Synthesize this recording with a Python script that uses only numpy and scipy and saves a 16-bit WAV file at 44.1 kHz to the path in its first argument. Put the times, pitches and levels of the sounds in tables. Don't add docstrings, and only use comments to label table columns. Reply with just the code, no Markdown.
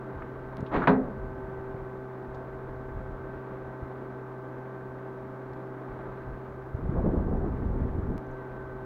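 import sys
import numpy as np
from scipy import signal
from scipy.fft import rfft, irfft, next_fast_len
from scipy.io import wavfile
from scipy.ndimage import map_coordinates

SR = 44100
rng = np.random.default_rng(int(sys.argv[2]) if len(sys.argv) > 2 else 0)


def waveform_to_disk(signal):
    frames = np.transpose(np.atleast_2d(signal))
    scaled = np.clip(frames, -1, 1) * 32767
    samples = np.round(scaled).astype(np.int16)
    wavfile.write(sys.argv[1], SR, samples)


N = 390285


def amp(db):
    return 10 ** (np.asarray(db) / 20)


def unit(x):
    return x / np.sqrt(np.mean(x ** 2) + 1e-20)


def along(points, hz):
    point_hz, values = np.transpose(points)
    return np.interp(np.log(hz + 1), np.log(point_hz + 1), values)


def curves(rows):
    times, *columns = np.transpose(rows)
    return [np.interp(np.arange(N) / SR, times, column) for column in columns]


def wobble(rate_hz):
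    knots = rng.standard_normal(int(N * rate_hz / SR) + 4)
    return map_coordinates(knots, [np.arange(N) * rate_hz / SR])


def filtered(x, response):
    size = next_fast_len(len(x) + SR // 4)
    spectrum = rfft(x, size) * response(np.fft.rfftfreq(size, 1 / SR))
    return irfft(spectrum, size)[:len(x)]


def noise(spectrum, size=N):
    return unit(filtered(rng.standard_normal(size), lambda hz: amp(along(spectrum, hz))))


def band(centre_hz, octaves, size):
    def bell(hz):
        return np.exp(-0.5 * (np.log2((hz + 1) / centre_hz) / octaves) ** 2)
    return unit(filtered(rng.standard_normal(size), bell))


def add(track, start_s, sound):
    start = max(round(start_s * SR), 0)
    track[start:start + len(sound)] += sound[:N - start]


def swell(start_s, hold_s, attack_s, t60_s):
    age = np.arange(N) / SR - start_s
    return np.clip(age / attack_s, 0, 1) * amp(-60 * np.maximum(age - hold_s, 0) / t60_s)


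# time_s [s], firing_hz [Hz]
FIRING_SPEED = [(0, 129.1), (1.3, 128.4), (2.6, 128.8), (4.0, 128.6), (6.2, 129.0), (8.35, 128.9),
                (8.65, 127.9), (8.85, 128.2)]
# shaft_multiple [-], level_db [dB against the drone]
SHAFT_OVERTONES = [(6, -10), (9, 0), (12, -12.5), (15, -7.8), (18, -16.5), (20, -11.8), (21, -14.5),
                   (24, -20), (27, -18), (30, -23)]
# time_s [s], level_db [dB before drone_db]
DRONE_LEVEL = [(0.3, -49), (1.3, -46), (3.1, -47.5), (4.0, -47), (5.0, -48), (5.6, -48), (6.3, -50),
               (7.2, -48.5), (8.85, -47)]
# time_s [s], level_db [dB before whine_db]
WHINE_LEVEL = [(0, -60), (1.9, -61.5), (2.6, -60.5), (4.7, -61), (5.4, -64), (6.1, -61.5), (7.9, -66),
               (8.15, -63.5), (8.35, -57), (8.85, -58)]
# time_s [s], level_db [dB before air_db]
AIR_LEVEL = [(0, -43), (2.0, -44.5), (3.4, -43.5), (4.6, -44), (5.7, -44), (6.1, -42.5), (6.6, -45),
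             (8.0, -44.5), (8.85, -44)]
# freq_hz [Hz], level_db [relative dB per Hz]
AIR_COLOUR = [(90, -18.5), (155, -8), (200, 1.5), (232, -2), (320, 2.5), (450, -2), (690, -6), (820, -7.5),
              (1100, -7), (1640, -13.5), (1770, -17.5), (1900, -18.5), (2800, -34.5), (4000, -40),
              (7000, -74)]
WAVER_DB = 0.9


def engine(boom_db=-45.5, boom_waver_db=0.2, drone_db=2.0, whine_db=2.5, air_db=0.1, shimmer_db=0.5, throb=0.05):
    [firing_hz], [drone], [whine], [rush] = map(curves, (FIRING_SPEED, DRONE_LEVEL, WHINE_LEVEL, AIR_LEVEL))
    unsteady_hz = firing_hz * (1 + 0.0012 * wobble(14))
    firing = 2 * np.pi * np.cumsum(unsteady_hz) / SR
    shaft = firing / 3

    def tone(order):
        return np.sqrt(2) * np.sin(order * shaft + rng.uniform(0, 2 * np.pi))

    hum = amp(boom_db + boom_waver_db * wobble(2.1)) * tone(order=3)
    for multiple, db in SHAFT_OVERTONES:
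        waver = WAVER_DB * wobble(2.6) + shimmer_db * wobble(9.5)
        hum += amp(drone + drone_db + db + waver) * tone(order=round(multiple))
    hum += amp(whine + whine_db + WAVER_DB * wobble(6.8)) * tone(order=36)

    air_flutter = amp(0.77 * wobble(110) + 0.37 * wobble(4.7))
    pulsing = unit((1 + throb * np.cos(firing)) * air_flutter)
    return hum + amp(air_db + rush) * pulsing * noise(AIR_COLOUR)


# start_s [s], hold_s [s], level_db [dB before buffet_db]
BREEZE_WAFTS = [(0.12, 0.075, -39.5), (0.3, 0.45, -50), (0.745, 0.061, -35.5), (0.95, 0.13, -47),
                (1.12, 0.092, -39), (1.282, 0.12, -48), (1.424, 0.12, -41), (1.658, 0.14, -41),
                (2.202, 0.6, -46), (2.83, 0.28, -41), (3.15, 0.52, -53.5), (5.88, 0.2, -43.5),
                (6.15, 0.73, -48.5), (8.255, 0.65, -47.5)]
# freq_hz [Hz], level_db [relative dB per Hz]
BUFFET_COLOUR = [(12, -22), (25, -2.5), (45, -1.5), (80, -3), (120, -9.5), (200, -17.5), (400, -33),
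                 (800, -59.5), (3000, -120)]


def breeze(buffet_db=-1.0, uneven_db=4.0, calm_db=-56.5, attack_s=0.04, t60_s=0.51):
    power = amp(calm_db) ** 2
    for start_s, hold_s, db in BREEZE_WAFTS:
        power = power + (amp(db) * swell(start_s, hold_s, attack_s, t60_s)) ** 2
    return amp(buffet_db + uneven_db * wobble(13)) * np.sqrt(power) * noise(BUFFET_COLOUR)


# [dB above its steady blow, scaled per layer]
GUST_SURGES = [(6.98, 0.03, 7), (7.065, 0.038, 8.5), (7.17, 0.061, 6.5), (7.324, 0.063, 6),
               (7.447, 0.046, 5), (7.72, 0.035, 2.5), (7.866, 0.034, 1.5)]
# freq_hz [Hz], level_db [relative dB per Hz]
EDDY_COLOUR = [(60, 0.5), (130, 2.5), (250, 3), (400, -3), (600, -22), (1000, -32), (2000, -61.5),
               (6000, -110)]
# freq_hz [Hz], level_db [relative dB per Hz]
FLUTTER_COLOUR = [(200, -19.5), (400, 6.5), (700, -2), (1100, -10.5), (1800, -32), (3000, -52.5),
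                  (7000, -100)]
GUST_START_S, GUST_END_S = 6.72, 8.165
GUST_ATTACK_S, GUST_T60_S = 0.14, 0.13


def gust(buffet_db=-33.5, eddy_db=-35.5, flutter_db=-49.5, steepness=2.27, buffet_follows=0.4,
         uneven_db=0.5, lump_db=2.5):
    t = np.arange(N) / SR
    surge_db = sum(db * np.exp(-((t - s) / half) ** 2) for s, half, db in GUST_SURGES)
    buffet_level = amp(buffet_db + buffet_follows * surge_db + uneven_db * wobble(19))
    buffet = buffet_level * noise(BUFFET_COLOUR)
    eddies = unit(amp(lump_db * wobble(45))) * amp(eddy_db + surge_db) * noise(EDDY_COLOUR)
    flutter_level = amp(flutter_db + steepness * surge_db)
    flutter = unit(amp(0.82 * wobble(30))) * flutter_level * noise(FLUTTER_COLOUR)
    blowing = swell(GUST_START_S, GUST_END_S - GUST_START_S, GUST_ATTACK_S, GUST_T60_S)
    return blowing * (buffet + eddies + flutter)


# centre_s [s], peak_db [dB], width_s [s]
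LARGE_EDDIES = [(0.608, -28.5, 0.0019), (0.63, -23, 0.0017), (1.749, -30.5, 0.0017), (3.832, -28.5, 0.0035),
                (6.75, -20.5, .003), (6.896, -17, 0.0018), (7.041, -16, 0.002), (7.065, -14, 0.00096),
                (7.077, -15.5, 0.0015), (7.179, -16.5, 0.0034), (7.271, -16.5, 0.0027),
                (7.669, -19.5, 0.0042), (7.82, -21, 0.0025)]


def puffs():
    out, t = np.zeros(N), np.arange(N) / SR
    for centre_s, db, width_s in LARGE_EDDIES:
        u = (t - centre_s) / width_s
        out += amp(db) * (2 * np.exp(-u ** 2) - np.exp(-(u / 2) ** 2))
    return out


# start_s [s], level_db [dB], centre_hz [Hz], width_octaves [octaves], t60_s [s]
FAINT_TICKS = [(0.22, -34, 1220, 0.54, 0.045), (.570, -38, 1000, 1.4, 0.0016),
               (.606, -56.5, 4250, 0.62, 0.018), (.662, -54.5, 3000, 0.37, 0.088),
               (2.345, -60.5, 3800, .5, .06), (5.533, -62, 3830, 0.54, .025),
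               (8.18, -32.5, 900, 1.7, 0.0011), (8.265, -72, 6300, .15, 0.027),
               (8.313, -73, 6300, 0.14, 0.052)]


def ticks(soft_share=0.03):
    out, t = np.zeros(N), np.arange(SR // 8) / SR
    for start_s, db, centre_hz, octaves, t60_s in FAINT_TICKS:
        onset = np.minimum(t / (soft_share * t60_s), 1)
        add(out, start_s, onset * amp(db - 60 * t / t60_s) * band(centre_hz, octaves, size=len(t)))
    return out


# start_s [s], length_s [s], level_db [dB], squeal_hz [Hz], squeal_db [dB against grit]
FITTING_DRAGS = [(0.712, 0.025, -33.5, 1060, -2), (0.729, 0.039, -25, 910, -5.5),
                 (0.769, 0.049, -32.5, 1240, -14), (0.812, 0.038, -30, 1350, -1.5),
                 (0.845, 0.036, -37, 1360, -13)]
# freq_hz [Hz], level_db [relative dB per Hz]
GRIT_COLOUR = [(70, -18), (170, -7), (290, -4), (500, -7.5), (950, -13), (1500, -18), (2100, -23.5),
               (2900, -37), (4200, -43.5), (5200, -60.5), (7200, -61), (8200, -77.5)]


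def scrapes(squeal_octaves=0.25):
    out, t = np.zeros(N), np.arange(SR // 4) / SR
    for start_s, length_s, db, squeal_hz, squeal_db in FITTING_DRAGS:
        release = amp(-60 * np.maximum(t - length_s + 0.0072, 0) / 0.07)
        stroke = np.minimum(t / 0.01, 1) * release
        squeal = amp(squeal_db) * band(squeal_hz, squeal_octaves, size=len(t))
        add(out, start_s, amp(db) * stroke * (noise(GRIT_COLOUR, size=len(t)) + squeal))
    return out


# start_s [s], clatter_db [dB], ring_db [dB], free_ring_s [s]
BUMPER_BLOWS = [(.58, -47.5, -40, 0.13), (.762, -30, -28.5, 0.044), (.873, -17.5, -19.5, 0.14)]
# pitch_hz [Hz], level_db [dB against ring_db, before scatter], t60_s [s]
BUMPER_MODES = [(168, 1.5, 0.26), (201, 1.5, 0.27), (228, -16, .3), (261.8, 0, 1), (410, -5, 0.32),
                (420, -3, 0.6), (467, -9.5, 0.3), (665, -5.5, 0.23), (903, -8.5, 0.12), (975, -2.5, .2),
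                (1200, -17, 0.089), (1340, -26, .2), (1400, -14.5, .2), (1600, -18.5, 0.35),
                (1920, -18.5, 0.28)]
# freq_hz [Hz], level_db [relative dB per Hz]
CLATTER_COLOUR = [(60, -24.5), (220, -0.5), (330, -11), (450, -5), (620, -6), (950, -2), (1500, -5.5),
                  (2100, -17), (2900, -29.5), (4200, -30), (5200, -49), (7000, -54), (8200, -76)]
# freq_hz [Hz], t60_s [s]
CLATTER_DECAY = [(150, 1), (450, 0.81), (900, 0.24), (2000, 0.22), (6000, 0.12)]
CRACK_DB, CRACK_HZ, CRACK_T60_S = -6.5, 1680, 0.05


def knocks(attack_s=0.007, damped_t60_s=0.14):
    out, t = np.zeros(N), np.arange(SR) / SR
    for start_s, clatter_db, ring_db, free_s in BUMPER_BLOWS:
        hz, age, bins = signal.stft(noise(CLATTER_COLOUR, size=SR), SR, nperseg=256)
        decay = amp(-60 * age / along(CLATTER_DECAY, hz)[:, None])
        clatter = signal.istft(bins * decay, SR, nperseg=256)[1][:SR]
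        crack = amp(CRACK_DB - 60 * t / CRACK_T60_S) * band(CRACK_HZ, 0.53, size=SR)
        contact = (clatter + crack) * (1 - np.exp(-t / 0.00052))

        ring = np.zeros(SR)
        for pitch_hz, db, t60_s in BUMPER_MODES:
            level = amp(db + rng.normal(0, 1) - 60 * t / t60_s)
            ring += level * np.sin(2 * np.pi * (pitch_hz * t + rng.random()))
        damping = amp(-60 * np.maximum(t - free_s, 0) / damped_t60_s)
        build_up = 1 - np.exp(-t / attack_s)
        add(out, start_s, amp(clatter_db) * contact + amp(ring_db) * ring * build_up * damping)
    return out


def scene():
    return (engine() + breeze() + gust() + puffs() + ticks() + scrapes() + knocks())[None]


# freq_hz [Hz], level_db [relative dB per Hz]
HISS_COLOUR = [(2500, -10), (4500, 4.5), (6300, 2.5), (7500, -0.5), (11500, -1.5), (13200, 0.5), (15600, 1)]
TOP_HZ = 15780


def record(dry, hiss_db=-78.0):
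    with_hiss = dry[0] + amp(hiss_db) * noise(HISS_COLOUR)
    return filtered(with_hiss, lambda hz: hz < TOP_HZ)[None]


dry = scene()
out = record(dry)
waveform_to_disk(out)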